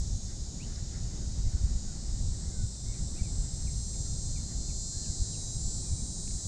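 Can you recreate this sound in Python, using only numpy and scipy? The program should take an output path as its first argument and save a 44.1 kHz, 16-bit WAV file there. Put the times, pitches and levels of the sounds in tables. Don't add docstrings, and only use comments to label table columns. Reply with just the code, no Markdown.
import sys
import numpy as np
from scipy import signal
from scipy.fft import rfft, irfft, next_fast_len
from scipy.io import wavfile

SR = 44100
rng = np.random.default_rng(int(sys.argv[2]) if len(sys.argv) > 2 else 0)


def master(y):
    cut = np.clip(np.atleast_2d(y).T, -1, 1)
    pcm = np.round(cut * 32767)
    wavfile.write(sys.argv[1], SR, pcm.astype(np.int16))


N = 285327
LOWEST_HZ, CUTOFF_HZ = 3450, 15700


def amp(db):
    return 10 ** (np.asarray(db) / 20)


def rms_one(x):
    return x / np.sqrt(np.mean(x ** 2) + 1e-20)


def in_time(rows):
    s, *columns = np.transpose(rows)
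    return [np.interp(np.arange(N) / SR, s, column) for column in columns]


def at_hz(points, hz):
    table_hz, table_db = np.array(points).T
    return np.interp(np.log(hz), np.log(table_hz), table_db)


def drift(rate, step=40):
    r = np.exp(-2 * np.pi * step * rate / SR)
    settle = 2000
    white = rng.standard_normal(N // step + settle + 1)
    return rms_one(signal.lfilter([1], [1, -2 * r, r * r], white)[settle:])


def stretch(slow, step=40):
    return np.interp(np.arange(N) / step, np.arange(len(slow)), slow)


def hump(s, half_s):
    return np.cos(np.pi / 2 * np.clip((np.arange(N) / SR - s) / half_s, -1, 1)) ** 2


def coloured(spectrum):
    size = next_fast_len(N)
    hz = np.maximum(np.fft.rfftfreq(size, 1 / SR), 1)
    white = rfft(rng.standard_normal(size))
    return rms_one(irfft(white * amp(at_hz(spectrum, hz)), size)[:N])


# f/Hz, level/dB
THROB_DEPTH = [(3400, -14), (4300, -7), (5200, -2), (6100, -3), (7000, -13.5), (8000, -19), (10000, -7),
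               (16000, -12)]


def singer(rows, clicks, jitter, body, throb_per_s, throb_db, fading_db, tilt_db=np.zeros(1)):
    rate, level_db = in_time(rows)
    lag_a, strength_a, lag_b, strength_b = in_time(clicks)
    start = int(max(rows[0][0], 0) * SR)
    end = int(rows[-1][0] * SR) if rows[-1][0] < 6 else N
    singing = slice(start, end)

    wobble = np.clip(jitter, 0, 1) * stretch(drift(60))
    cycles = (np.cumsum(rate) / SR + wobble)[singing]
    throb_cycles = np.cumsum(throb_per_s * np.ones(N))[singing] / SR
    throb = np.exp(2j * np.pi * throb_cycles).astype(np.complex64)
    turn = np.exp(2j * np.pi * cycles).astype(np.complex64)

    step = 256
    below_first = int(LOWEST_HZ / rate.mean())
    last = int(CUTOFF_HZ / rate.mean())
    out, power, wave = 0, 0, turn ** below_first
    for k in range(below_first + 1, last + 1):
        wave = wave * turn
        hz = k * rate.mean()
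        shape = amp(at_hz(body, hz) + tilt_db[::step] * np.log2(hz / 7000))
        comb = abs(1 + strength_a[::step] * np.exp(2j * np.pi * k * lag_a[::step]))
        comb = comb * abs(1 + strength_b[::step] * np.exp(2j * np.pi * k * lag_b[::step]))
        power = power + (shape * comb) ** 2 / 2
        side = amp(throb_db + at_hz(THROB_DEPTH, hz))
        lines = []
        for size in (comb, side, side):
            fading = amp(fading_db * drift(2.5, step))
            phase = np.exp(2j * np.pi * rng.random())
            slow_line = shape * size * fading * phase
            lines.append(np.repeat(slow_line, step)[singing].astype(np.complex64))
        line, above, below = lines
        out = out + (wave * (line + above * throb + below * throb.conj())).real

    song = np.zeros(N)
    song[singing] = amp(level_db[singing]) * out / np.repeat(np.sqrt(power), step)[singing]
    return song


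# t/s, click cycles per second, level/dB
LOUD_SINGER = [(1.1, 281.5, -75), (1.6, 281.46, -58), (2.3, 281.37, -56.5), (2.8, 281.31, -52.8),
               (3.4, 281.19, -50.5), (3.72, 281.12, -47), (3.9, 281.03, -45), (4.32, 280.82, -45.3),
               (4.56, 280.75, -44.6), (4.8, 280.68, -41), (5.04, 280.61, -40.5), (5.4, 280.5, -42.4),
               (5.55, 280.47, -42), (5.63, 279.95, -43), (5.72, 279.91, -40.8), (5.9, 279.85, -42.2),
               (6.47, 279.7, -42.2)]
MIDDLE_SINGER = [(.5, 258, -77), (.9, 260.1, -67), (1.3, 261, -59), (1.8, 260, -55), (2.5, 259.6, -49.5),
                 (3.3, 259.9, -49), (3.9, 261.4, -50), (4.3, 260, -47), (4.8, 261.5, -77)]
EARLY_SINGER = [(0, 254.6, -51.5), (.8, 255.1, -53), (1.3, 257.3, -51), (2.0, 255.8, -53), (2.3, 257, -52),
                (2.7, 259.4, -64)]
ENDING_SINGER = [(0, 261, -50.5), (.2, 261, -67), (.45, 266, -68)]
# t/s, lag/cycles, strength (0-1), second lag/cycles, second strength (0-1)
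LOUD_CLICKS = [(2.2, 0.37, .5, .49, .9), (2.6, .334, .9, .487, .9), (4.2, .339, 0.8, .472, 0.78),
               (4.32, .34, 0.39, .469, .9), (4.92, .344, 0.48, .46, 0.94), (5.28, .344, .5, .46, 0.11),
               (5.4, .344, .5, .439, .5), (5.5, 0.34, .9, .43, .7), (5.63, .348, 0.75, .462, 0.58),
               (5.72, 0.35, 1, .457, .5), (6.2, .348, .9, .448, .5), (6.35, .348, .9, .448, .1),
               (6.42, .348, 0.83, .46, .5)]
MIDDLE_CLICKS = [(2.5, 0.4915, .85, 0.38, .11), (3.3, .495, 0.29, .362, 0.11)]
EARLY_CLICKS = [(0, .5, 0.86, 0.313, .1), (1.3, .478, .93, 0.307, 0.075)]
ENDING_CLICKS = [(0, .464, 0.6, .3, .1)]
# f/Hz, level/dB
LOUD_BODY = [(3400, -22), (3900, -7.5), (4500, -7.5), (5500, -9), (6200, -4), (6750, -2), (7400, 1),
             (8100, -1.5), (9000, -13), (10000, -27.5), (11000, -35.5), (13000, -44), (16000, -43)]
MIDDLE_BODY = [(4500, -13.5), (5500, -7), (6500, -6), (7300, 2), (8000, -2), (8600, -6), (9200, -40),
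               (16000, -46)]
EARLY_BODY = [(3000, -17), (3900, -12), (4800, -6.5), (6000, -7.5), (6900, 1.5), (7600, -8), (8400, -12),
              (9200, -27), (16000, -58)]
# t/s, throbs per second, added brightness in dB per octave
LOUD_THROB = [(1.5, 130, 2), (3.7, 107, 1.5), (5.0, 110, -0.5), (5.4, 96, -1.5), (5.9, 110, 3.5),
              (6.47, 97, 3)]
# t/s, half length/s
FALTERS = [(5.59, 0.025), (6.383, 0.022)]
FALTER_DIP_DB, FALTER_JITTER = 2, 0.011


def near_cicadas():
    throb_per_s, tilt_db = in_time(LOUD_THROB)
    falter = sum(hump(*row) for row in FALTERS)
    loud_jitter = .001 + FALTER_JITTER * falter
    loud = singer(LOUD_SINGER, LOUD_CLICKS, loud_jitter, LOUD_BODY, throb_per_s,
                  throb_db=0, fading_db=1, tilt_db=tilt_db)
    middle = singer(MIDDLE_SINGER, MIDDLE_CLICKS, .0022, MIDDLE_BODY, 104.3, throb_db=0, fading_db=2)
    early = singer(EARLY_SINGER, EARLY_CLICKS, .0018, EARLY_BODY, 104, throb_db=-4, fading_db=2)
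    ending = singer(ENDING_SINGER, ENDING_CLICKS, .002, MIDDLE_BODY, 104, throb_db=-4, fading_db=2)
    return amp(-FALTER_DIP_DB * falter) * loud + middle + early + ending


# t/s, lower voices level/dB, middle voices level/dB, highest voices level/dB
CHORUS = [(0, -53.5, -51.5, -57.5), (1, -53.5, -53.5, -61), (2, -54.5, -58.5, -62), (3, -53.5, -53, -57),
          (3.5, -53.5, -57, -57), (3.8, -52.5, -53, -54), (4.1, -53.5, -50, -57.5), (4.5, -53, -53, -57),
          (5, -53, -50, -65), (5.4, -53, -51.5, -56), (5.7, -51, -50.5, -52.5), (6.1, -53, -53.5, -58),
          (6.47, -51, -47.5, -52)]
# f/Hz, level/dB
LOWER_VOICES = [(2700, -30.5), (3300, -14.5), (3900, -4), (4600, -4), (5200, -1), (5900, -0.5), (6600, -11),
                (8000, -37), (10000, -46), (16000, -90)]
MIDDLE_VOICES = [(4500, -30.5), (5600, -10), (6300, -2), (7100, 0), (7600, 0.5), (8300, -29), (10000, -60)]
HIGHER_VOICES = [(6500, -33.5), (7300, -6.5), (7800, -2.5), (8400, -3.5), (9000, -9), (9500, -15.5),
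                 (10100, -19), (11500, -31.5), (13100, -32), (16000, -52)]


def far_chorus():
    voices = (LOWER_VOICES, MIDDLE_VOICES, HIGHER_VOICES)
    return sum(amp(level_db) * coloured(colour) for level_db, colour in zip(in_time(CHORUS), voices))


# t/s, level/dB
BREEZE = [(0, -28.5), (.2, -36), (.6, -39.5), (1.2, -32.5), (1.9, -37.5), (2.2, -30.5), (2.75, -41),
          (3.4, -33.5), (4.2, -33.5), (4.7, -37.5), (5.2, -40), (6, -36), (6.47, -38)]
# t/s, half length/s, peak level/dB
BUFFETS = [(0.12, .08, -35), (0.709, 0.061, -37), (1.03, 0.036, -32), (1.4, 0.033, -29.5),
           (1.468, .045, -24), (1.551, 0.023, -27), (1.647, 0.045, -31), (1.748, .05, -30),
           (2.477, 0.029, -39), (2.631, 0.049, -28.5), (2.88, 0.071, -35), (3.028, .04, -25),
           (3.219, 0.018, -24.5), (3.363, 0.062, -39), (3.536, 0.031, -40), (3.997, 0.028, -35.5),
           (4.341, 0.063, -34), (4.582, 0.056, -32), (4.967, 0.034, -37), (5.098, 0.037, -29.5),
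           (5.213, 0.031, -29), (5.342, 0.054, -34.5), (5.548, 0.035, -29.5), (5.675, 0.038, -35),
           (5.928, 0.036, -29), (6.332, .06, -33)]
# f/Hz, level/dB
GUST_COLOUR = [(8.8, -28), (15, 3), (32, -0.5), (59, 1), (111, -8), (200, -21), (260, -32), (440, -120)]
# f/Hz, level/dB
HUSH_COLOUR = [(59, -40), (100, -3), (202, -8.5), (275, -17), (374, -20), (461, -25.5), (792, -28.5),
               (953, -34.5), (1900, -46.5), (2470, -73), (4180, -120)]
HUSH_DB = -44.5


def wind():
    breeze = amp(in_time(BREEZE)[0] + 2.0 * stretch(drift(8.8)))
    buffets = sum(amp(peak_db) * hump(s, half_s) for s, half_s, peak_db in BUFFETS)
    rumble = (breeze + buffets) * coloured(GUST_COLOUR)
    hush = amp(HUSH_DB + 0.87 * stretch(drift(3.2))) * coloured(HUSH_COLOUR)
    return rumble + hush


# t/s, twitter level/dB before its flutter, leafy hush level/dB
TWITTER_AND_LEAVES = [(0, -73.5, -74), (.43, -73, -74.5), (.67, -66.5, -70), (2.2, -69, -72),
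                      (2.65, -72.5, -77), (3.51, -69.5, -73), (3.91, -76.5, -77.5), (4.56, -68.5, -75),
                      (4.8, -80, -79), (5.1, -72.5, -76), (6.0, -79, -80), (6.47, -70.5, -82)]
# t/s, length/s, start f/Hz, middle f/Hz, end f/Hz, level/dB
NOTES = [(0.597, 0.054, 2190, 2740, 3240, -59), (1.098, .05, 2200, 2050, 1930, -68),
         (1.195, .07, 1596, 1540, 1480, -72), (1.45, .04, 2050, 2060, 2050, -66),
         (1.52, 0.072, 1530, 1500, 1450, -70), (1.86, .09, 1570, 1470, 1385, -69),
         (2.118, .04, 2000, 2050, 2150, -73), (2.41, .07, 1700, 1910, 2100, -73),
         (2.472, 0.17, 2060, 2110, 2090, -71), (2.51, .2, 1600, 1494, 1410, -68.5),
         (2.856, 0.095, 1990, 2190, 1850, -66), (2.935, .045, 2650, 2250, 1900, -68),
         (3.155, .04, 2350, 2610, 2950, -66), (3.184, 0.034, 2110, 2380, 1960, -61),
         (3.229, 0.062, 2650, 2380, 1950, -67), (3.668, 0.034, 2720, 2200, 1987, -62.5),
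         (3.935, 0.038, 2710, 2155, 1880, -69), (4.355, 0.033, 2640, 2250, 1980, -63.5),
         (4.686, 0.035, 2780, 2340, 1980, -67), (4.922, .1, 1566, 1680, 1770, -68),
         (5.016, 0.086, 1804, 1705, 1560, -68), (5.033, .035, 3355, 2850, 2400, -67),
         (5.323, 0.039, 3350, 2880, 2400, -64.5), (5.39, .04, 2300, 2150, 2006, -74),
         (5.818, 0.13, 2550, 2410, 2340, -75), (5.97, .05, 2370, 2350, 2294, -78),
         (4.033, 0.078, 1410, 1345, 1300, -73), (4.48, .05, 2050, 1950, 1800, -74),
         (5.1, 0.047, 2140, 2050, 1950, -71), (5.71, .05, 1484, 1440, 1400, -71)]


def birds_and_leaves():
    notes, waver = np.zeros(N), stretch(drift(46))
    for s, length, start_hz, middle_hz, end_hz, level_db in NOTES:
        along, at = np.linspace(0, 1, int(length * SR)), int(s * SR)
        note = slice(at, at + len(along))
        bend = np.polyfit([0, .5, 1], [start_hz, middle_hz, end_hz], 2)
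        hz = np.polyval(bend, along) * (1 + .012 * waver[note])
        swell = np.sin(np.pi * along) ** 0.27
        tone = np.sin(2 * np.pi * np.cumsum(hz) / SR)
        notes[note] += np.sqrt(2) * amp(level_db) * swell * tone

    tail_s = np.arange(SR // 4) / SR
    tail = rng.standard_normal(SR // 4) * amp(-60 * tail_s / 0.17)
    echo = signal.fftconvolve(notes, tail / np.linalg.norm(tail))[:N]

    twitter = coloured([(700, -80), (1100, -8), (1450, -3.0), (1900, -1.5), (2150, -3.5), (2500, -32), (3500, -90)])
    leaves = coloured([(1200, -78), (1900, -30), (2300, 2.5), (2700, 0.0), (3100, 4.5), (3600, -18), (5000, -88)])
    twitter_db, leaves_db = in_time(TWITTER_AND_LEAVES)
    flutter_db = 2.53 * stretch(drift(8.5))
    blurred = amp(twitter_db + flutter_db) * twitter + amp(leaves_db) * leaves
    return notes + amp(-4) * echo + blurred


# t/s, low f/Hz, high f/Hz, length/s, level/dB
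TICKS = [(0.755, 4100, 5730, 0.0097, -43.5), (6.272, 1690, 2900, 0.01, -58.5),
         (6.306, 1800, 2910, 0.0074, -57)]


def ticks():
    out = np.zeros(N)
    for s, low_hz, high_hz, length, level_db in TICKS:
        band = signal.butter(3, [low_hz, high_hz], "band", fs=SR, output="sos")
        noise = rms_one(signal.sosfilt(band, rng.standard_normal(2000)))
        puff = noise[1000:1000 + int(length * SR)]
        at = int(s * SR)
        out[at:at + len(puff)] += amp(level_db) * np.hanning(len(puff)) * puff
    return out


def scene():
    return (near_cicadas() + far_chorus() + wind() + birds_and_leaves() + ticks())[None]


def record(dry):
    return signal.sosfilt(signal.ellip(12, .5, 70, CUTOFF_HZ, fs=SR, output="sos"), dry)


dry = scene()
out = record(dry)
master(out)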